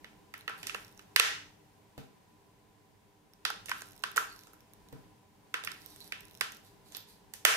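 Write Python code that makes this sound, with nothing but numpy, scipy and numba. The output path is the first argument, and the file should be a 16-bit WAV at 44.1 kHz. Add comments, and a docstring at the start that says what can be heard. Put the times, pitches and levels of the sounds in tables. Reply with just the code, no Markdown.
"""In a small, lively room, over a wooden table, batteries are pressed into an open plastic wall control.
An appliance hums faintly. Fingers thud on the table, skin and batteries rub over the plastic, and the
battery springs squeak and tick as they slip. Loudest are the clacks: a battery hits the casing and
makes it ring. Two microphones listen, the right one nearer and brighter, and a limiter (an automatic
volume control) holds the hardest snaps down."""
import sys
import numpy as np
from scipy import signal
from scipy.fft import rfft, irfft, next_fast_len
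from scipy.io import wavfile
from scipy.ndimage import minimum_filter1d
from numba import njit

SR = 44100
rng = np.random.default_rng(int(sys.argv[2]) if len(sys.argv) > 2 else 0)


def store_wav(level_fs):
    """Save 16-bit WAV to argv[1]."""
    pcm = np.round(np.clip(np.atleast_2d(level_fs), -1, 1) * 32767)
    wavfile.write(sys.argv[1], SR, pcm.T.astype(np.int16))


N = 333396

# How loud the background noise is over time: t/s, level/dB
NOISE_LEVELS = [(0.0, -62), (0.398, -64), (0.648, -59), (0.998, -63), (1.35, -60), (1.542, -64),
                (3.368, -67), (3.578, -61), (4.632, -64), (4.992, -62), (5.298, -66), (5.708, -61),
                (7.368, -64), (7.56, -60)]
# Its balance of low and high sound: f/Hz, relative level/dB
NOISE_COLOUR = [(21, -32.5), (40, -6.5), (75, -16.5), (130, -9), (216, -6), (265, -20), (301, -10),
                (370, -26), (400, -11), (503, -15.5), (618, -18.5), (979, -13), (1200, -23.5), (1720, -22),
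                (4210, -28), (14000, -34), (15700, -32.5), (16400, -44)]
# How alike it is in the two microphones: f/Hz, likeness (0 to 1)
NOISE_LIKENESS = [(30, 1), (70, .45), (140, 1), (300, 1), (700, 0.44), (1500, 0.13), (8000, .1)]
# The tones of the appliance hum: f/Hz, relative level/dB
HUM_TONES = [(101, -75), (300, -76.5), (399, -76.5), (640, -87), (775, -82.5), (974, -89), (1006, -80.5)]
# How long the room echoes (a decay is the time to fade by 60 dB): f/Hz, decay/s
ECHO_DECAY = [(300, 0.43), (1000, 0.37), (2100, 0.39), (5500, 0.42), (14600, 0.25)]
# How strongly the echo starts: f/Hz, level/dB
ECHO_COLOUR = [(300, -26), (1000, -22.5), (2100, -26), (5500, -25), (14600, -21.5)]
# How much weaker the left microphone hears near treble: f/Hz, left minus right level/dB
MIC_TILT = [(300, 1), (1000, -2), (2000, -6), (4000, -8), (8000, -13), (14000, -18)]
# Skin and batteries sliding over plastic: start t/s, end t/s, start level/dB, end level/dB
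RUBS = [(0.56, 0.65, -59.5, -73), (0.7, 0.85, -70.5, -66), (3.73, 3.85, -59, -70.5),
        (4.26, 4.497, -73.5, -74.5), (5.7, 6.097, -70.5, -67.5), (6.629, 6.702, -63, -72),
        (6.837, 6.99, -69, -70.5), (7.062, 7.164, -60, -79)]
# The balance of low and high in that rubbing: f/Hz, relative level/dB
RUB_COLOUR = [(1500, -10), (3000, -10), (4000, 0), (4800, -3), (5700, -9.5), (7500, -9.5), (10500, -6),
              (11800, -8.5), (13000, -3.5), (16000, -35.5)]
# Squeaks of squeezed springs and of skin on plastic:
# start t/s, end t/s, start f/Hz, end f/Hz, width/Hz, level before fading/dB
SQUEAKS = [(0.39, 0.422, 10500, 10500, 900, -69), (4.278, 4.484, 4520, 4150, 350, -60),
           (5.846, 6.11, 5640, 6000, 300, -68), (5.862, 6.092, 12200, 12000, 1500, -74),
           (6.005, 6.095, 4120, 3830, 400, -56), (6.202, 6.41, 5970, 5650, 250, -79),
           (6.96, 7.05, 13000, 13200, 1500, -55.5), (6.973, 7.053, 4700, 4400, 706, -61)]
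# Fingers landing on the table: t/s, thud level/dB, contact time/s, nail click level/dB
THUDS = [(1.977, -39.5, 0.0005, -39), (4.925, -40, 0.0014, -44)]
# The table's modes, the tones it rings with when hit: f/Hz, level/dB, decay/s
TABLE_MODES = [(85, -5, 0.18), (137.5, 1, 0.18), (178.6, -4, .18), (256, 7, 0.051), (473, -2, 0.05),
               (785, -20.5, 0.014)]
# The clearest ticks of springs slipping on the contacts: t/s, peak level/dB
TICKS = [(0.3795, -41), (0.4094, -41), (0.58, -42), (0.7605, -39), (0.8477, -42), (0.8807, -45),
         (0.9253, -51), (0.9763, -42.5), (3.3355, -47), (3.8082, -36), (3.8714, -47), (3.9006, -56),
         (3.9173, -54), (3.9645, -44.5), (3.9932, -50), (4.0724, -40), (4.116, -36), (4.3244, -46),
         (4.362, -42), (4.3914, -40), (4.4099, -43.5), (4.4358, -42.5), (4.4808, -61), (4.5418, -50),
         (4.606, -45), (4.7354, -41.5), (4.887, -47), (5.742, -45.5), (5.8183, -42), (5.885, -58),
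         (5.903, -47), (5.921, -45), (5.8609, -31.5), (5.9618, -38), (6.0046, -36), (6.0432, -42),
         (6.0771, -38), (6.207, -37.5), (6.2532, -42), (6.311, -40.5), (6.351, -37.5), (6.3739, -42),
         (6.5477, -43), (6.569, -43)]
# Runs of fainter ticks as squeezed springs creep: start t/s, end t/s, typical peak level/dB
CREEPS = [(0.375, 0.42, -50), (0.796, 1.035, -54), (3.846, 4.037, -46), (4.27, 4.394, -53),
          (5.775, 6.1, -63), (6.187, 6.408, -50.5)]
# The tones a spring rings with: f/Hz, level/dB, decay/s
SPRING_MODES = [(4070, -4.5, .006), (5600, -1, .005), (6500, -5, .003), (8500, -2.5, .002),
                (11100, 0.5, .003), (13000, -2.5, .003), (14800, -10.5, .002)]
# A battery hits the casing with a hollow thump, a plastic knock and a metal click: t/s, thump level/dB,
# knock level/dB, knock pitch/octaves above 1 kHz, click level/dB, click pitch/octaves above 1 kHz,
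# relative level sent to the walls/dB
CLACKS = [(0.044, -51.5, -35, 1.02, -47, 2.4, -9), (0.339, -50.5, -31.5, 0.88, -40, 2.44, -8.5),
          (0.478, -45, -21, 0.9, -32.5, 1.73, -8.5), (0.495, -42.5, -28, 0.29, -44.5, 3.0, -6),
          (0.63, -49, -34, 1.3, -36.5, 2.5, -4.5), (0.669, -64, -26.5, 1.54, -29.5, 2.82, -6.5),
          (0.696, -60, -23, 1.05, -45, 2.3, -10), (0.746, -39.5, -20.5, 0.84, -39, 2.8, -11.5),
          (0.993, -68, -41, 0.77, -45, 2.5, -9), (1.1616, -30.5, -1.5, 0.9, -5.5, 2.27, -10),
          (1.1977, -20, 2, 1.01, -4, 2.48, -10.5), (3.451, -38.5, -20, 1.8, -17.5, 1.73, -7.5),
          (3.502, -37, -26, 0.36, -31.5, 2.5, -12.5), (3.658, -70, -59.5, 0.9, -39, 2.9, -4.5),
          (3.684, -55, -37.5, 1.2, -46, 2.5, 3), (3.694, -44, -33, 0.78, -30.5, 2.9, -7),
          (3.715, -60, -16, 0.67, -36, 2.5, -12), (3.819, -47.5, -37, .4, -36.5, 2.7, -12.5),
          (4.037, -42.5, -19, 0.67, -25, 2.15, -9.5), (4.161, -44.5, -28.5, 0.8, -31.5, 3.23, 5.5),
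          (4.169, -37, -38, 0.68, -24.5, 2.9, -24), (4.177, -55, -10.5, 0.48, -33, 3.7, -13.5),
          (4.47, -56, -50.5, 0.61, -53, 2.9, -5), (4.533, -57.5, -50.5, .4, -54, 3.7, -7.5),
          (5.541, -41.5, -17, 0.76, -28.5, 2.34, -8.5), (5.637, -46.5, -41, 0.92, -33.5, 2.1, -6.5),
          (5.648, -67, -45, .6, -32, 3.3, -10), (5.673, -56, -22.5, 0.87, -33, 1.7, -8),
          (5.717, -56, -51, 1.2, -34, 2.24, -13), (6.122, -46.5, -24, 1.07, -32, 2.18, -9),
          (6.41, -37, -14.5, 0.83, -18.5, 2.36, -10.5), (6.52, -68.5, -66, 1.1, -41, 3.1, -7),
          (6.921, -62, -67, 0.99, -45.5, 2.7, -1.5), (6.948, -54, -33.5, 2, -37, 2, -4),
          (6.968, -50.5, -41, 1.6, -31.5, 4.25, -18.5), (7.337, -52, -37, 1.53, -33.5, 3.3, -6),
          (7.4506, -15, 2.5, 0.84, -2.5, 2.92, -6.5)]
# The tones the casing and its batteries ring with: f/Hz, level/dB, decay/s
CASING_MODES = [(478.5, -2.5, 0.036), (640.6, 0, .02), (812, 4, 0.017), (1150, -12, .012),
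                (1341, 1.5, 0.017), (1530, -2.5, 0.016), (1900, -2.5, .01), (2194, -0.5, 0.0049),
                (2606, 1, .006), (2950, 1, 0.0054), (3620, 1.5, 0.005), (4150, 1.5, 0.0032),
                (4840, -2, .003), (6000, 1, 0.0018), (7143, -1.5, 0.0018), (8420, -4, .002),
                (9730, -0.5, 0.0023), (11620, -2.5, 0.0029), (12900, -2, .002), (14200, -6.5, 0.0016)]
# The borders that sort those tones into six bands: f/Hz
CASING_BAND_EDGES = (330, 1000, 1750, 3000, 5500, 10000, 15500)


def from_db(db):
    """Turn decibels into a factor to multiply a sound by."""
    return 10 ** (np.asarray(db) / 20)


def rms_one(x):
    """Scale a sound so that its average strength (rms) is 1."""
    return x / np.sqrt(np.mean(x ** 2) + 1e-20)


def at_hz(points, hz):
    """Read between the rows of a table, giving every octave equal space."""
    table_hz, values = np.transpose(points)
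    return np.interp(np.log(hz), np.log(table_hz), values)


def shaped(x, gain):
    """Filter a sound: multiply each frequency in it by gain(hz)."""
    size = next_fast_len(x.shape[-1] + 4096)
    hz = np.maximum(np.arange(size // 2 + 1) * SR / size, 1)
    return irfft(rfft(x, size) * gain(hz), size)[..., :x.shape[-1]]


def add(out, start_s, sound, room_db=0.):
    """Mix a strike into three rows: left, right and what reaches the walls."""
    i = round(start_s * SR)
    out[:, i:i + sound.shape[1]] += from_db([[0], [0], [room_db]]) * sound[[0, 0, 1], :N - i]


def rings(modes, spread_db, size):
    """A struck object rings with fading tones, one a row, each with a slightly random strength."""
    hz, db, decay_s = np.transpose(modes)[:, :, None]
    t = np.arange(size) / SR
    start_db = db + spread_db * rng.standard_normal(hz.shape)
    return from_db(start_db - 60 * t / decay_s) * np.sin(2 * np.pi * hz * t)


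def strike(ring, contact_s):
    """Two rows: the ring set off by a short rough push (peak 1), and a clean one of equal energy."""
    t = np.arange(400) / SR
    push = rng.standard_normal(400) * t ** 2 * np.exp(-t / contact_s)
    near = np.convolve(ring, push)[:len(ring)]
    near = near / np.abs(near).max()
    to_walls = ring * np.linalg.norm(near) / np.linalg.norm(ring)
    return np.array([near, to_walls])


def background_noise():
    """The room's soft noise, more alike on both sides in the bass than in the treble."""
    shared, apart = rng.standard_normal((2, N))
    colour = lambda hz: from_db(at_hz(NOISE_COLOUR, hz))
    middle = shaped(shared, lambda hz: colour(hz) * np.sqrt(1 + at_hz(NOISE_LIKENESS, hz)))
    side = shaped(apart, lambda hz: colour(hz) * np.sqrt(1 - at_hz(NOISE_LIKENESS, hz)))
    return rms_one(np.array([middle + side, middle - side]))


def appliance_hum(half_width_hz=14, side_db=-4):
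    """An appliance hums: each tone is a very narrow band of noise, so it wavers."""
    blend = np.array([[1, 1], [1, -1.2]]) * from_db([0, side_db])   # a shared and an opposed part
    hum = np.zeros((2, N))
    for hz, db in HUM_TONES:
        noise = blend @ rng.standard_normal((2, N))
        tone = shaped(noise, lambda f: 1 / (1 + ((f - hz) / half_width_hz) ** 2))
        hum += from_db(db) * rms_one(tone)
    return hum


def room_echo(sound, echo_s=.0115, echo_db=-13):
    """The walls throw sound back: a tail of noise, each octave fading at its own speed."""
    t, tail = np.arange(SR // 2) / SR, 0
    for low_hz in 125 * 2. ** np.arange(7):
        octave = signal.butter(2, [low_hz, 2 * low_hz], "band", fs=SR, output="sos")
        noise = signal.sosfilt(octave, rng.standard_normal((2, len(t))))
        hz = low_hz * np.sqrt(2)
        tail = tail + noise * from_db(at_hz(ECHO_COLOUR, hz) - 60 * t / at_hz(ECHO_DECAY, hz))
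    tail *= np.clip((t - .002) / .00067, 0, 1)   # the echo needs a moment to arrive
    tail[:, round(echo_s * SR)] += from_db(echo_db)   # a single clear echo follows about 11 ms later
    return signal.fftconvolve(sound[None], tail, axes=1)[:, :N]


def rubbing(fade_s=.035):
    """Skin and batteries stick and slip on plastic, making a dense stream of tiny uneven clicks."""
    t, level = np.arange(N) / SR, np.zeros(N)
    for start, end, start_db, end_db in RUBS:
        fade = np.clip(np.minimum(t - start, end - t) / fade_s, 0, 1)
        level += fade * from_db(np.interp(t, [start, end], [start_db, end_db]))
    grains = rng.standard_normal(N) * from_db(6.7 * np.minimum(rng.exponential(1, N), 3.5))
    grains *= rng.random(N) < .2   # keep about one in five
    rub = shaped(grains, lambda hz: from_db(at_hz(RUB_COLOUR, hz) - 40 * (hz < 1200)))
    return level * rms_one(rub)


def squeaks(slips_per_s=110, slip_s=.0025, slip_floor=.23, fade_db=16):
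    """Springs and skin squeak in quick uneven slips, which chop up a rough, gliding tone."""
    out = np.zeros(N)
    for start, end, from_hz, to_hz, width_hz, db in SQUEAKS:
        i, n = round(start * SR), round((end - start) * SR)
        smooth = signal.butter(2, width_hz / 2, fs=SR, output="sos")
        sway = signal.sosfilt(smooth, rng.standard_normal((2, SR // 2)))[:, :n]
        phase = 2 * np.pi * np.cumsum(np.linspace(from_hz, to_hz, n)) / SR
        tone = sway[0] * np.cos(phase) + sway[1] * np.sin(phase)
        gaps = rng.uniform(.5, 1.5, 100) * SR / slips_per_s
        slips = np.isin(np.arange(n), np.cumsum(gaps).astype(int) - int(gaps[0])) * 1.
        chop = slip_floor + signal.lfilter([1], [1, -np.exp(-1 / (slip_s * SR))], slips)
        progress = np.linspace(0, 1, n)
        soft_ends = np.clip(np.minimum(30 * progress, 5 * (1 - progress)), 0, 1)
        out[i:i + n] += from_db(db - fade_db * progress) * soft_ends * rms_one(chop * tone)
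    return out


def finger_thuds():
    """A soft push makes the table top boom, while the nails click on loose plastic."""
    out = np.zeros((3, N))
    for start, db, contact_s, nail_db in THUDS:
        wood = rings(TABLE_MODES, spread_db=1, size=8192).sum(0)
        plastic = rings(CASING_MODES, spread_db=2, size=2048).sum(0)
        add(out, start, from_db(db) * strike(wood, contact_s))
        add(out, start, from_db(nail_db) * strike(plastic, contact_s=.001))
    return out


def spring_ticks(creep_gap_s=.016, creep_spread_db=2):
    """Each slip of a spring makes it ring with a tiny bright tick, alone or in a creeping run."""
    out, ticks = np.zeros((3, N)), list(TICKS)
    for start, end, db in CREEPS:
        times = start + creep_gap_s * np.cumsum(rng.uniform(.4, 1.6, 40))
        levels = db + creep_spread_db * rng.standard_normal(40)
        ticks += [(time, level) for time, level in zip(times, levels) if time < end]
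    for start, db in ticks:
        coil = rings(SPRING_MODES, spread_db=3, size=512).sum(0)
        add(out, start, from_db(db) * strike(coil, contact_s=.00012), room_db=-11.5)
    return out


def hump(octaves, db, pitch, fall_below, fall_above):
    """Power that is greatest at one pitch and falls to each side by so many dB per octave."""
    below, above = np.maximum(pitch - octaves, 0), np.maximum(octaves - pitch, 0)
    return from_db(db - fall_below * below - fall_above * above) ** 2


def casing_clacks():
    """A battery hits the casing, and the force of the blow is shared among six bands of ringing tones."""
    out = np.zeros((3, N))
    band_of_mode = np.digitize(np.array(CASING_MODES)[:, 0], CASING_BAND_EDGES[1:])
    edges = list(zip(CASING_BAND_EDGES, CASING_BAND_EDGES[1:]))
    filters = [signal.butter(3, edge, "band", fs=SR, output="sos") for edge in edges]
    octaves = np.log2(np.sqrt(np.prod(edges, axis=1)) / 1000)   # band centres, counted from 1 kHz
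    for start, thump_db, knock_db, knock_pitch, click_db, click_pitch, room_db in CLACKS:
        knock = hump(octaves, knock_db, knock_pitch, fall_below=19.5, fall_above=13)
        click = hump(octaves, click_db, click_pitch, fall_below=6.5, fall_above=9.5)
        force = np.sqrt(knock + click)
        force[0] = from_db(thump_db)   # the lowest band is the hollow of the casing
        modes = rings(CASING_MODES, spread_db=2, size=2048)
        bands = [signal.sosfilt(sos, modes[band_of_mode == k].sum(0)) for k, sos in enumerate(filters)]
        blow = sum(gain * strike(ring, contact_s=.0008) for gain, ring in zip(force, bands))
        add(out, start - .001, blow, room_db)
    return out


def microphones(sound, tilt_share, left_lag_s=6 / SR):
    """The left microphone is farther away: it hears later, and with less treble, than the right."""
    tilt = lambda hz: from_db(tilt_share * at_hz(MIC_TILT, hz) / 2)
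    left = shaped(sound[0], lambda hz: tilt(hz) * np.exp(-2j * np.pi * hz * left_lag_s))
    right = shaped(sound[1], lambda hz: 1 / tilt(hz))
    return np.array([left, right])


@njit
def limiter_cut_db(over_db, attack_s, release_s):
    """How far the limiter turns the sound down: it reacts quickly and lets go slowly."""
    attack, release = 1 / (attack_s * SR + 1), 1 / (release_s * SR + 1)
    cut_db, now = np.empty_like(over_db), 0.
    for i in range(len(over_db)):
        now += (attack if over_db[i] > now else release) * (over_db[i] - now)
        cut_db[i] = now
    return cut_db


def scene():
    """Noise and hum swell and sink together behind the close handling sounds and their echo."""
    times, levels = np.transpose(NOISE_LEVELS)
    level_db = np.interp(np.arange(N) / SR, times, levels)
    noise = from_db(level_db) * background_noise()
    hum = from_db(level_db - level_db.mean() + 5) * appliance_hum()
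    squeak = squeaks() * np.array([[1], [1], [0]])   # left and right only, no echo
    handling = squeak + casing_clacks() + finger_thuds() + rubbing() + spring_ticks()
    direct = microphones(handling[:2], tilt_share=1)
    echo = microphones(room_echo(handling[2]), tilt_share=.13)
    return noise + hum + echo + direct


def record(dry, limit_db=-8, low_cut_hz=25, high_cut_hz=16750):
    """The limiter dips just after a hard snap; peaks are rounded, the lowest and highest sound is cut."""
    peak = -minimum_filter1d(-np.abs(dry).max(0), size=45)   # the largest value within about 1 ms
    over_db = np.maximum(20 * np.log10(peak + 1e-9) - limit_db, 0)
    held = dry * from_db(-limiter_cut_db(over_db, attack_s=.0021, release_s=.053))
    rounded = .9 * np.tanh(held / .9)
    low_cut = signal.butter(3, low_cut_hz, "high", fs=SR, output="sos")
    high_cut = signal.cheby2(10, 60, high_cut_hz, fs=SR, output="sos")
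    return signal.sosfilt(high_cut, signal.sosfilt(low_cut, rounded))


dry = scene()
out = record(dry)
store_wav(out)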